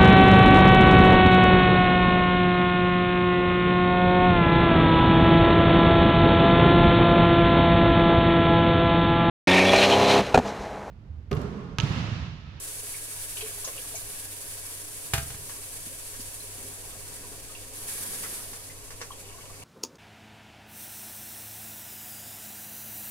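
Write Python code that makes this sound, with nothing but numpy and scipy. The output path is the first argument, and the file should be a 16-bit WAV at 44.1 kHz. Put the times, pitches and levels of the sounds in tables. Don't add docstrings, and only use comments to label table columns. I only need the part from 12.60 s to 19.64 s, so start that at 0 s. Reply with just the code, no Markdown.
import sys
import numpy as np
from scipy import signal
from scipy.fft import rfft, irfft
from scipy.io import wavfile

SR = 44100
rng = np.random.default_rng(int(sys.argv[2]) if len(sys.argv) > 2 else 0)


def master_out(mix):
    frames = np.transpose(np.atleast_2d(mix))
    ceiling = np.clip(frames, -1, 1)
    pcm = np.round(ceiling * 32767).astype(np.int16)
    wavfile.write(sys.argv[1], SR, pcm)


N = 310391

# start_s, pitch_hz (at the start), level_db, t60_s, splashiness (0 to 1)
AIR_POCKETS = [(.341, 2160, -39.5, 0.076, 0.5), (0.769, 2970, -32.5, .035, 0.8),
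               (0.806, 3150, -36, 0.076, 1), (.811, 1000, -51, .08, 1), (0.824, 426, -33.5, 0.15, 0),
               (1.042, 1030, -41, .08, .75), (1.045, 6470, -28.5, 0.066, .8), (1.074, 537, -30.5, .06, 0.4),
               (1.078, 1020, -39, 0.051, 0.93), (1.178, 2700, -36.5, 0.057, 0.7),
               (1.337, 715, -41.5, 0.098, 0.8), (1.352, 6440, -33, 0.1, 0.66),
               (1.357, 2240, -42.5, .086, 0.5), (3.602, 5300, -40, 0.045, 0.8),
               (3.804, 4060, -38, .045, 0.2), (4.712, 405, -37, 0.081, .4), (4.951, 2690, -35, 0.042, 0.34),
               (5.634, 1960, -34.5, .06, 0.46), (5.639, 1330, -40, 0.1, 0.3), (6.098, 2020, -41, .09, 0.3),
               (6.506, 1070, -29.5, .03, 0.1), (6.515, 3200, -41, 0.08, 0.44), (6.683, 406, -45, .1, 0.3),
               (6.741, 995, -43.5, .05, 0.1), (6.783, 1080, -39.5, 0.04, 0.3),
               (6.898, 1120, -43, 0.039, 0.6)]
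# start_s, level_db (before the gains in taps)
SPOON_TAPS = [(1.076, -40.5), (2.896, -42.5), (3.541, -43.5), (4.636, -50), (5.288, -46), (5.635, -37.5),
              (5.933, -41.5), (6.306, -41.5), (6.407, -44.5), (6.415, -34)]
# pitch_hz, level_db, t60_s
POT_TONES = [(462, -4, 0.15), (1130, 0, 0.04), (1410, -13, 0.013), (1830, 9.5, 0.012), (3180, -21, .012),
             (5260, -4, .012), (6750, -13, .008)]
# start_s, clack_db, thump_db
JUG_LANDINGS = [(2.536, -11.5, -21.5), (2.579, -21, -28), (2.703, -30.5, -39), (2.745, -35, -44)]
# pitch_hz, level_db, t60_s
JUG_TONES = [(670, -6.5, .2), (813, -8, 0.21), (917, -9, 0.15), (1256, -2, .22), (1373, -5, .25),
             (1473, -5, .14), (1600, -4.5, .24), (1666, -14, .22), (1880, -4, 0.18), (2490, -11, .18),
             (2930, -6, 0.16)]
# pitch_hz, level_db, t60_s
COUNTER_TONES = [(108, 1, 0.096), (72.3, -6, 0.36), (119.2, -21, 0.54), (135.5, -17.5, 0.39),
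                 (254, -28, 0.32)]
# pitch_hz, level_db (per Hz)
CLACK_COLOUR = [(200, 1), (700, -2), (1400, 7), (2800, 6), (4500, 2), (7000, 2.5), (9500, 3), (12000, -2.5),
                (16000, -12)]
# pitch_hz, level_db (per Hz)
LATE_TAIL_COLOUR = [(100, -7), (700, -5), (1150, -7), (1700, 3), (3200, -5), (5000, -5), (9000, -5)]
# pitch_hz, level_db (per Hz)
BOOM_COLOUR = [(30, -20), (75, 2), (160, 2), (250, -9), (600, -42), (3000, -70)]
# pitch_hz, level_db (per Hz)
SIZZLE_COLOUR = [(300, -34.5), (1000, -18), (2000, -15), (3000, -10.5), (3800, -11), (4800, -10.5),
                 (5800, -8.5), (7400, -4.5), (8600, -0.5), (9600, 0), (10800, -1.5), (12000, -7),
                 (13500, -10.5), (16000, -14.5)]
# pitch_hz, change_db
FRESH_COLOUR = [(1000, 0.5), (5000, -0.06), (8300, -2.5), (10400, 1), (12000, 2), (16000, -1)]
# pitch_hz, level_db
SCRAPE_COLOUR = [(100, -14), (190, 13.5), (320, 7), (600, 2), (1000, -5), (1400, -4), (2200, -4),
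                 (4000, -15), (7000, -16), (15000, -8.5)]
# pitch_hz, level_db
SQUELCH_COLOUR = [(150, 2), (280, -2), (450, 3.5), (700, 2), (1100, -4.5), (1700, -9.5), (3000, 0),
                  (7000, -26)]
# pitch_hz, level_db (per Hz)
SMEAR_COLOUR = [(800, -26), (1700, -9.5), (2800, -8), (4600, 6), (6500, -1), (10000, -18), (16000, -30)]
# pitch_hz, level_db (per Hz)
RUMBLE_COLOUR = [(20, 4), (50, 10.5), (85, 9), (160, -6.5), (260, 7.5), (400, 0), (900, -44), (4000, -62)]
# pitch_hz, level_db (per Hz)
ROOM_COLOUR = [(15, 9), (35, 6), (55, 0), (80, -7), (140, -6.5), (210, -19), (280, -15.5), (350, -16),
               (470, -8.5), (700, -10), (1000, -16.5), (1650, -19), (2700, -16.5), (3700, -21), (7000, -11),
               (11000, -29), (16000, -29)]
# pitch_hz, width_hz, level_db (rms)
ROOM_DRONES = [(101, 17, -70.5), (148.5, 16, -63.5), (257.7, 8.6, -68.5), (296.7, 21, -64),
               (416.4, 17, -60.5), (538, 24, -66), (637, 15, -70), (963, 14, -64), (1070, 24, -67.5),
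               (2666, 130, -67), (13000, 400, -63)]
# pitch_hz, likeness (1 is the same, 0 is unrelated)
STEREO_LIKENESS = [(30, 0.55), (100, 0.77), (270, 0.83), (450, 0.91), (740, 0.28), (1200, 0.032),
                   (16000, 0.66)]
# pitch_hz, left_minus_right_db
STEREO_BALANCE = [(30, 1.5), (100, -3), (200, 0.5), (600, 0.7), (2000, -0.2), (4500, -0.4), (8500, 2),
                  (11000, -3), (14000, -3.5)]
# pitch_hz, width_hz, boost_db (below 0 is a cut)
POT_AIR_TONES = [(471, 13, 8.5), (880, 39, 4), (1137, 34, 10.5), (1314, 77, 5.5), (1483, 33, 7.5),
                 (1650, 29, 10.5), (1840, 110, 6.5), (1880, 11, 2), (2230, 47, 5.5), (2880, 47, -3),
                 (4000, 100, 0.5), (4660, 330, 3)]
# start_s, level_db (before the gain in bumps)
SOFT_BUMPS = [(3.265, -36.5), (3.593, -36)]
# pitch_hz, level_db, t60_s
STOVE_TONES = [(166, -10.5, 0.072), (238, -2.5, 0.059), (306, -3.5, 0.035)]
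# start_s, churn_db
WATER_SURGES = [(.77, -46.5), (1.04, -50.5), (1.325, -57)]
# start_s, length_s, churn_db
SPOON_STROKES = [(3.744, 1.6, -58.5), (5.157, 0.92, -57), (6.093, 1.9, -57.5)]
# start_s, sizzle_db (before the sizzle's overall gain)
SOUP_SPITS = [(4.06, -47), (5.275, -40.5), (5.425, -45), (5.73, -43), (6.3, -53), (6.59, -54)]
# start_s, rumble_db
POT_SHOVES = [(3.92, -52.5), (4.56, -55)]

HUM_HZ, HUM_DB = 99.7, -56
KITCHEN_T60_S = 0.27
CUTOFF_HZ = 15740
RIGHT_DELAY = 4
POUR_START_S, POUR_END_S = 0.0, 1.3
SURGE_RISE_S, SURGE_FALL_DB_PER_S = 0.054, 77
BARE_START_S, BARE_END_S = 5.135, 5.736
FLARE_DB, FLARE_RISE_S, FLARE_FALL_DB_PER_S = -42, 0.17, 28
FLARE_JUMP = 0.48
SIMMER_DB = -42
COOLING_DB_PER_S, STIR_COOLING_DB_PER_S = 0.5652, 1.94
SPIT_RISE_S, SPIT_FALL_DB_PER_S = 0.0052, 109
REBOUND_S, REBOUND_LOSS_DB, THUMP_LAG_S = 0.0225, 15.5, 0.0022
CRACK_T60_S, TAIL_T60_S, LATE_T60_S = 0.06, 0.21, 0.45


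def from_db(db):
    return 10 ** (np.asarray(db) / 20)


def rms_one(x):
    return x / np.sqrt(np.mean(x ** 2) + 1e-20)


def at_hz(points, hz):
    table_hz, value = np.transpose(points)
    return np.interp(np.log(np.maximum(hz, 1)), np.log(table_hz), value)


def bins(x):
    return np.fft.rfftfreq(x.shape[-1], 1 / SR)


def colour(x, spectrum):
    gains = from_db(at_hz(spectrum, bins(x)))
    return rms_one(irfft(rfft(x) * gains, x.shape[-1]))


def drift(per_s):
    knots = rng.standard_normal(4000)
    return rms_one(np.interp(np.arange(N) / SR * per_s, np.arange(len(knots)), knots))


def spread(pair):
    alike = at_hz(STEREO_LIKENESS, bins(pair))
    mid, side = rfft(pair) * np.sqrt([1 + alike, 1 - alike])
    left, right = irfft(np.array([mid + side, mid - side]), pair.shape[-1]) / np.sqrt(2)
    return np.array([left, np.roll(right, RIGHT_DELAY)])


def grains(per_s, size_db):
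    sizes = from_db(size_db * np.minimum(rng.exponential(1, (2, N)), 4))
    signs = rng.choice([-1, 1], (2, N))
    return sizes * signs * (rng.random((2, N)) < per_s / SR)


def ring(clicks, hz, t60):
    decay = np.exp(-np.log(1000) / (t60 * SR))
    turn = 2 * np.pi * hz / SR
    return signal.lfilter([0, np.sin(turn)], [1, -2 * decay * np.cos(turn), decay ** 2], clicks + 1e-18)


def blows(times, levels_db):
    clicks = np.zeros(N)
    clicks[np.round(times * SR).astype(int)] = from_db(levels_db)
    return clicks


def struck(times, levels_db, modes, vary_db):
    out = np.zeros(N)
    for k, (hz, db, t60) in enumerate(modes):
        strengths_db = levels_db + db + vary_db * rng.standard_normal(len(times))
        out += (-1) ** k * ring(blows(times, strengths_db), hz, t60)
    return out


def dying_noise(spectrum, t60):
    t = np.arange(SR // 2) / SR
    noise = colour(spread(rng.standard_normal((2, len(t)))), spectrum)
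    return noise * np.exp(-np.log(1000) * t / t60)


def through(x, response):
    return signal.fftconvolve(x[None], response)[:, :N]


def kitchen(x, wet_db, near_t60=0.11, far_db=-10):
    walls = [(100, -3.0), (1000, 0.5), (8000, 3.0), (16000, -39)]
    echoes = dying_noise(walls, near_t60) + from_db(far_db) * dying_noise(walls, KITCHEN_T60_S)
    echoes = echoes / np.sqrt(np.sum(echoes ** 2) / 2)
    direct = np.array([x, np.roll(x, RIGHT_DELAY)])
    return direct + from_db(wet_db) * through(x, echoes)


def gesture(start, end, rise_s, fall_db_per_s, jump=0):
    t = np.arange(N) / SR
    rise = np.clip(jump + (1 - jump) * (t - start) / rise_s, 0, 1)
    fall = from_db(-fall_db_per_s * np.maximum(t - end, 0))
    return (t > start) * rise * fall


def swells(rows, rise_s, fall_db_per_s):
    return sum(from_db(db) * gesture(s, s + rise_s, rise_s, fall_db_per_s) for s, db in rows)


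def together(*gains):
    return np.sqrt(sum(gain ** 2 for gain in gains))


def stirring(ease=0.56):
    t = np.arange(N) / SR
    out = np.zeros(N)
    for start, length, db in SPOON_STROKES:
        progress = np.clip((t - start) / length, 0, 1)
        out += from_db(db) * np.abs(np.sin(np.pi * progress)) ** ease
    return out


def room_tone(level_db=-48.0, waver_db=-2.5):
    rush = from_db(level_db) * colour(spread(rng.standard_normal((2, N))), ROOM_COLOUR)
    white = spread(rng.standard_normal((2, N)))
    hz_axis = bins(white)
    power = np.zeros(len(hz_axis))
    for hz, width, db in ROOM_DRONES:
        peak = from_db(db) ** 2 * SR / (np.pi * width)
        power += peak / (1 + ((hz_axis - hz) / width) ** 2) ** 2
    drone = irfft(rfft(white) * np.sqrt(power), N)
    phase = 2 * np.pi * HUM_HZ * np.arange(N) / SR + 0.54 * drift(5)
    hum = np.sqrt(2) * np.sin(phase) * from_db(HUM_DB + waver_db * drift(34))
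    return rush + drone + hum


def bumps(level_db=-2):
    times, db = np.transpose(SOFT_BUMPS)
    return kitchen(struck(times, db + level_db, STOVE_TONES, vary_db=1), wet_db=-7)


def pot_rumble(stirred_db=-6, shove_rise_s=0.096, shove_fall_db_per_s=45):
    shoves = swells(POT_SHOVES, shove_rise_s, shove_fall_db_per_s)
    push = together(from_db(stirred_db) * stirring(), shoves)
    return colour(spread(grains(400, size_db=5.0)), RUMBLE_COLOUR) * push


def jug_set_down():
    crack_db, tail_db, late_db = -8, -17, -24
    ring_db, boom_db, boom_t60 = -23, -21, 0.98
    snap_db, snap_hz, snap_t60 = -2, 1100, 0.0031
    contacts = np.array(JUG_LANDINGS)
    rebounds = contacts + [REBOUND_S, -REBOUND_LOSS_DB, -REBOUND_LOSS_DB]
    times, clack_db, thump_db = np.vstack([contacts, rebounds]).T

    response = from_db(crack_db) * dying_noise(CLACK_COLOUR, CRACK_T60_S)
    response += from_db(tail_db) * dying_noise(CLACK_COLOUR, TAIL_T60_S)
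    response += from_db(late_db) * dying_noise(LATE_TAIL_COLOUR, LATE_T60_S)
    clack = through(blows(times, clack_db), response)

    snap = ring(blows(times, clack_db + snap_db), snap_hz, snap_t60)
    jug_ring = struck(times, clack_db + ring_db, JUG_TONES, vary_db=1)
    body = kitchen(jug_ring - snap, wet_db=-5)

    thump = np.zeros(N)
    for hz, db, t60 in COUNTER_TONES:
        thump += ring(blows(times + THUMP_LAG_S, thump_db + db), hz, t60)
    high_pass = signal.butter(1, 40, "high", fs=SR, output="sos")
    boom = through(blows(times, thump_db + boom_db), dying_noise(BOOM_COLOUR, boom_t60))
    return clack + body + signal.sosfilt(high_pass, thump) + boom


def taps(crack_db=-1.5, body_db=-5.5):
    times, db = np.transpose(SPOON_TAPS)
    wood_colour = [(200, -4), (700, 1), (1400, 8), (2400, 1), (3800, -1.5),
                   (5600, 5.5), (7500, 1), (10000, -12), (15000, -33)]
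    wood = dying_noise(wood_colour, t60=0.17)
    body = kitchen(struck(times, db + body_db, POT_TONES, vary_db=1), wet_db=-5)
    return through(blows(times, db + crack_db), wood) + body


def plops(rise=0.15, splash_db=-3):
    tones, sprays = np.zeros((2, N + SR))
    t = np.arange(SR // 4) / SR
    for s, hz, db, t60, splashy in AIR_POCKETS:
        age = t / t60
        pitch_hz = hz * (1 + rise * np.minimum(age, 1))
        tone = np.sin(2 * np.pi * np.cumsum(pitch_hz) / SR)
        around_pitch = [(hz / 10, -40), (hz / 2, -21), (hz, 0), (hz * 2, -22), (hz * 10, -50)]
        spray = colour(rng.standard_normal(len(t)), around_pitch)
        envelope = from_db(db) * np.exp(-np.log(1000) * age) * (1 - np.exp(-t * hz))
        start = round(s * SR)
        span = slice(start, start + len(t))
        tones[span] += np.sqrt(1 - splashy ** 2) * tone * envelope
        sprays[span] += splashy * from_db(splash_db) * spray * envelope
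    return kitchen(tones[:N], wet_db=-6) + kitchen(sprays[:N], wet_db=1)


def small_plops(per_s=1.8, level_db=5, size_db=7.0, t60=0.054, count=10):
    out, speed = np.zeros(N), stirring()
    for hz in np.geomspace(420, 1250, count):
        born = rng.random(N) < per_s / SR
        sizes = from_db(level_db + size_db * rng.uniform(-0.92, 1, N))
        out += ring(born * sizes * speed, hz, t60)
    return kitchen(out, wet_db=-1.5)


def scrape(level_db=-50, bite_s=0.16, rise_s=0.13, fall_db_per_s=70, graze_db=-3.0):
    slips = spread(grains(1500, size_db=4.0))
    drag = from_db(level_db) * gesture(BARE_START_S + bite_s, BARE_END_S, rise_s, fall_db_per_s)
    motion = together(drag, from_db(graze_db) * stirring())
    return colour(slips, SCRAPE_COLOUR) * motion * from_db(0.73 * drift(45))


def smear(level_db=-1, per_s=900, size_db=3.5, lag_s=0.25):
    t = np.arange(N) / SR
    delayed_stir = np.interp(t - lag_s, t, stirring())
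    return colour(grains(per_s, size_db), SMEAR_COLOUR) * from_db(level_db) * delayed_stir


def churn(per_s=16, cycles=14, count=24, simmer_db=-61):
    out = np.zeros(N)
    for hz in np.geomspace(220, 4000, count):
        born = rng.random(N) < per_s / SR
        bubbles = ring(born * rng.standard_normal(N), hz, cycles / hz)
        out += rms_one(bubbles) * np.sqrt(hz)
    surges = swells(WATER_SURGES, SURGE_RISE_S, SURGE_FALL_DB_PER_S)
    motion = together(from_db(simmer_db), surges, stirring())
    return colour(kitchen(out, wet_db=0.5), SQUELCH_COLOUR) * motion


def frying_db(pour_db=-49.5, pour_rise_s=0.02, pour_fall_db_per_s=45, stirred_db=-1.0):
    t = np.arange(N) / SR
    stirred_s = np.maximum(t - SPOON_STROKES[0][0], 0)
    simmer = from_db(SIMMER_DB - COOLING_DB_PER_S * t - STIR_COOLING_DB_PER_S * stirred_s)
    poured = from_db(pour_db) * gesture(POUR_START_S, POUR_END_S, pour_rise_s, pour_fall_db_per_s)
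    bared = gesture(BARE_START_S, BARE_END_S, FLARE_RISE_S, FLARE_FALL_DB_PER_S, FLARE_JUMP)
    flare = from_db(FLARE_DB) * bared
    spits = swells(SOUP_SPITS, SPIT_RISE_S, SPIT_FALL_DB_PER_S)
    return 20 * np.log10(together(simmer, poured, from_db(stirred_db) * stirring(), flare, spits))


def freshness(share=0.8, wetting_s=1.4, fade_db_per_s=6):
    poured = gesture(POUR_START_S, POUR_END_S, wetting_s, fade_db_per_s)
    bared = gesture(BARE_START_S, BARE_END_S, FLARE_RISE_S, fade_db_per_s, jump=1)
    return share * np.maximum(poured, bared)


def crackle(per_s=22, size_db=3.0, level_db=-12):
    tick = dying_noise([(1000, -32), (3500, -4), (6000, -4), (10000, 0), (15000, -1)], t60=0.016)
    bursts = grains(per_s, size_db)[0] * from_db(frying_db() + level_db)
    return through(bursts, tick)


def pot_walls(pair, echo_db=-21, count=10):
    lags = (rng.uniform(0.0005, 0.008, (count, 2)) * SR).astype(int)
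    echoes = np.zeros_like(pair)
    for left_lag, right_lag in lags:
        echoes += np.array([np.roll(pair[0], left_lag), np.roll(pair[1], right_lag)])
    return rms_one(pair + from_db(echo_db) * echoes)


def pot_air(x):
    out = x
    for hz, width_hz, boost_db in POT_AIR_TONES:
        b, a = signal.iirpeak(hz, hz / width_hz, fs=SR)
        out = out + (from_db(boost_db) - 1) * signal.lfilter(b, a, x + 1e-18)
    return out


def sizzle(level_db=4.0, flicker_db=1.06, dull_hz=11500, dull_below_db=-44, dull_range_db=14):
    heat_db = frying_db()
    bursts = grains(14000 * from_db(heat_db - heat_db.max()), size_db=2.5)
    mixed = rms_one(bursts) + 1.14 * rng.standard_normal((2, N))
    hiss = colour(pot_walls(mixed), SIZZLE_COLOUR)
    hiss = hiss + freshness() * (colour(hiss, FRESH_COLOUR) - hiss)
    low_pass = signal.butter(2, dull_hz, fs=SR, output="sos")
    dull = signal.sosfiltfilt(low_pass, hiss)
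    calm = np.clip((dull_below_db - heat_db) / dull_range_db, 0, 1)
    return (hiss + calm * (dull - hiss)) * from_db(heat_db + level_db + flicker_db * drift(60))


def scene():
    background = room_tone() + bumps() + pot_rumble() + jug_set_down()
    liquid = plops() + small_plops() + crackle()
    in_pot = pot_air(scrape() + smear() + churn() + sizzle())
    return background + taps() + liquid + in_pot


def record(dry):
    hz = bins(dry)
    balance = from_db(at_hz(STEREO_BALANCE, hz) * np.array([[0.5], [-0.5]]))
    low_pass = 1 / np.sqrt(1 + (hz / CUTOFF_HZ) ** 400)
    return irfft(rfft(dry) * balance * low_pass, N)


dry = scene()
out = record(dry)
master_out(out)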